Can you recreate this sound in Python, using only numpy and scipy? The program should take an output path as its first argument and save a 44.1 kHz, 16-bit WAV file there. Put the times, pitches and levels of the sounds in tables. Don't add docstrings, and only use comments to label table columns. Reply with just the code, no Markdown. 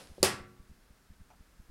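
import sys
import numpy as np
from scipy import signal
from scipy.io import wavfile

SR = 44100
rng = np.random.default_rng(int(sys.argv[2]) if len(sys.argv) > 2 else 0)


def transcribe(signal):
    frames = np.atleast_2d(signal).T
    limited = np.clip(frames, -1, 1)
    pcm = np.round(limited * 32767).astype(np.int16)
    wavfile.write(sys.argv[1], SR, pcm)


N = 74970
TIME_S = np.arange(N) / SR

# after_snap_s, level_db
LATCH_CONTACTS = [(0.0, -7), (.00022, -4), (.00043, 2.5), (.00084, -8)]
# pitch_hz, level_db, t60_s
LATCH_MODES = [(2960, -25.5, 0.013), (4750, -11.5, .003), (5130, -30, 0.039), (7100, -2.5, 0.0019),
               (9500, -13, 0.0034), (12530, -21, .0015)]
# pitch_hz, level_db, t60_s
SHELL_MODES = [(206, -30.5, 0.1185), (310, -37, 0.065), (381.5, -22, 0.16), (494, -24, 0.074),
               (550, -16.5, 0.037), (741, -30.5, .06)]
# pitch_hz, level_db, t60_s
PLATE_MODES = [(103.65, -43.5, 0.5), (120.8, -47, 1), (204.4, -44.5, 1), (266.7, -50.5, 1),
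               (361.7, -42.5, 0.88), (463, -48.5, 0.76), (540, -41, .45), (600, -52, 0.66),
               (755, -45, 0.57), (846, -42.5, 0.3), (1054.7, -46, .45), (1144, -42, 0.68),
               (1354.6, -42, 0.61), (1826, -44.5, 0.27), (1900, -41.5, .35), (3333, -42.5, .3),
               (4280, -42.5, 0.22), (5260, -39, 0.1), (5100, -44.5, .28), (9760, -42, 0.18)]
# delay_s, level_db
ECHOES = [(.0023, -24), (.0053, -17), (.0086, -17.5), (0.0175, -21.5)]
# freq_hz, relative_density_db, t60_s
REVERB_BANDS = [(40, -27, 0.72), (92.3, -1.5, .9), (174, -1.5, 0.51), (404, 5.5, 0.36), (700, 2.5, 0.33),
                (970, 0.5, 0.38), (1498, 0, .42), (2100, -1.5, 0.43), (3024, 1, 0.29), (3600, -7, 0.34),
                (5160, 2.5, 0.27), (6170, -3, 0.23), (8000, -2.5, 0.26), (10000, -0.5, 0.21),
                (12500, -10, 0.15), (16130, -19, 0.16)]
# start_s, level_db
TOUCHES = [(.181, -24.5), (.2272, -17)]
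# start_s, level_db
KNOCKS = [(1.3025, -54), (1.3105, -54.5), (1.3345, -60), (1.345, -67)]
# pitch_hz, level_db, t60_s
KNOCK_MODES = [(710, -4.5, 0.08), (837, -7.5, 0.088), (1324, -3.5, 0.038), (5840, -10.5, 0.019)]
# freq_hz, relative_density_db
SCUFF_SPECTRUM = [(400, -26), (750, 17.5), (1200, -12), (2400, -1), (3200, -22), (10000, -39)]
# freq_hz, relative_density_db
RUSTLE_SPECTRUM = [(50, -15.5), (110, 0.5), (200, -0.5), (600, -1.5), (900, -8), (2100, -11), (5900, -11.5),
                   (7000, -22.5), (9300, -9.5), (16000, -43)]
# time_s, level_db
RUSTLE_ENVELOPE = [(0.0, -49.5), (.07, -59), (.14, -64), (.22, -63.5), (.35, -89)]
# start_s, level_db
THUMPS = [(0.101, -41), (.114, -40.5), (0.205, -38), (0.217, -38), (0.405, -40.5), (0.417, -44),
          (.599, -40), (0.698, -42.5), (0.712, -42), (0.904, -44.5), (1.102, -42), (1.114, -46.5),
          (1.201, -43), (1.212, -41), (1.405, -43), (1.597, -40), (1.696, -41.5)]
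# freq_hz, relative_density_db
FLOOR_SPECTRUM = [(25, 0.0), (50, -3.1), (85, -13.4), (140, -13.5), (200, -12.2), (300, -18.0),
                  (600, -22.5), (1000, -23.3), (1500, -21.5), (2200, -27.0), (3300, -30.7), (4300, -30.0),
                  (5200, -29.7), (7000, -33.0), (9500, -32.8), (12000, -35.2), (15500, -39.1)]

SNAP_S, SHELL_LAG_S = .2296, .0003


def lid_snap():
    crack = through(clicks(LATCH_CONTACTS, SNAP_S), ringing(LATCH_MODES))
    thud = through(clicks([(SHELL_LAG_S, 0)], SNAP_S), shell_response())
    plates = filtered(ringing(PLATE_MODES), "high", hz=92)
    tail = through(clicks([(SNAP_S, 0)]), plates + room_response())
    return crack + through(crack, echo_response()) + thud + tail


def shell_response(low_hz=179.6, top_hz=1300):
    return filtered(filtered(ringing(SHELL_MODES), "high", low_hz), "low", top_hz)


def echo_response(smear_s=.0004):
    bursts = rng.standard_normal((len(ECHOES), N)) * np.exp(-TIME_S / smear_s)
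    return sum(through(clicks([echo]), burst / np.linalg.norm(burst))
               for echo, burst in zip(ECHOES, bursts))


def room_response(level_db=-20.5, build_s=.0054):
    centres_hz, bands = noise_bands(REVERB_BANDS)
    t60_s = at_hz(REVERB_BANDS, centres_hz, column=2)
    decay = from_db(level_db - 60 * TIME_S / t60_s[:, None])
    return (1 - np.exp(-TIME_S / build_s)) * np.sum(bands * decay, axis=0)


def lid_touches():
    return filtered(through(clicks(TOUCHES), shell_response()), "low", hz=775)


def latch_tick(start_s=.073, level_db=-36):
    return filtered(through(clicks([(start_s, level_db)]), ringing(LATCH_MODES)), "low", hz=4500)


def hand_knocks(scuff_relative_db=-1.5, scuff_t60_s=.08):
    scuff = from_db(scuff_relative_db - 60 * TIME_S / scuff_t60_s) * noise(SCUFF_SPECTRUM)
    return through(clicks(KNOCKS), ringing(KNOCK_MODES) + scuff)


def handling_rustle():
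    level_db = np.interp(TIME_S, *np.transpose(RUSTLE_ENVELOPE))
    return from_db(level_db) * noise(RUSTLE_SPECTRUM)


def microphone_thumps(gap_s=.004, width_s=.0014, first_relative_db=-3.5, rolloff_hz=15):
    dips = np.zeros(N)
    for start_s, level_db in THUMPS:
        for lag_s, part_db in [(0, first_relative_db), (gap_s, 0)]:
            dips -= from_db(level_db + part_db) * np.exp(-.5 * ((TIME_S - start_s - lag_s) / width_s) ** 2)
    return filtered(dips, "high", rolloff_hz, order=1)


def room_noise(level_db=-63):
    return from_db(level_db) * noise(FLOOR_SPECTRUM)


def from_db(db):
    return 10 ** (np.asarray(db) / 20)


def at_hz(table, hz, column=1):
    table = np.array(table)
    return np.interp(np.log(hz), np.log(table[:, 0]), table[:, column])


def clicks(rows, offset_s=0):
    impulses = np.zeros(N)
    for start_s, level_db in rows:
        impulses[round((offset_s + start_s) * SR)] += from_db(level_db)
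    return impulses


def through(x, response):
    return signal.fftconvolve(x, response)[:N]


def filtered(x, kind, hz, order=2):
    return signal.sosfilt(signal.butter(order, hz, kind, fs=SR, output="sos"), x)


def ringing(modes):
    return sum(from_db(level_db - 60 * TIME_S / t60_s) * np.sin(2 * np.pi * pitch_hz * TIME_S)
               for pitch_hz, level_db, t60_s in modes)


def noise_bands(spectrum):
    edges_hz = np.geomspace(20, 18000, 30)
    centres_hz = np.sqrt(edges_hz[1:] * edges_hz[:-1])
    white = rng.standard_normal((2, N + SR))
    bands = np.array([from_db(at_hz(spectrum, hz)) * filtered(white[k % 2], "band", edges_hz[k:k + 2])[SR:]
                      for k, hz in enumerate(centres_hz)])
    return centres_hz, bands / np.sqrt(np.sum(np.mean(bands ** 2, axis=1)))


def noise(spectrum):
    return noise_bands(spectrum)[1].sum(axis=0)


def scene():
    cooker = lid_snap() + lid_touches() + latch_tick() + handling_rustle() + hand_knocks()
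    return (cooker + microphone_thumps() + room_noise())[None]


def record(dry):
    ceiling, cutoff_hz = .62, 16000
    rounded = dry / (1 + (dry / ceiling) ** 4) ** .25
    return signal.sosfilt(signal.ellip(10, .2, 90, cutoff_hz, fs=SR, output="sos"), rounded)


dry = scene()
out = record(dry)
transcribe(out)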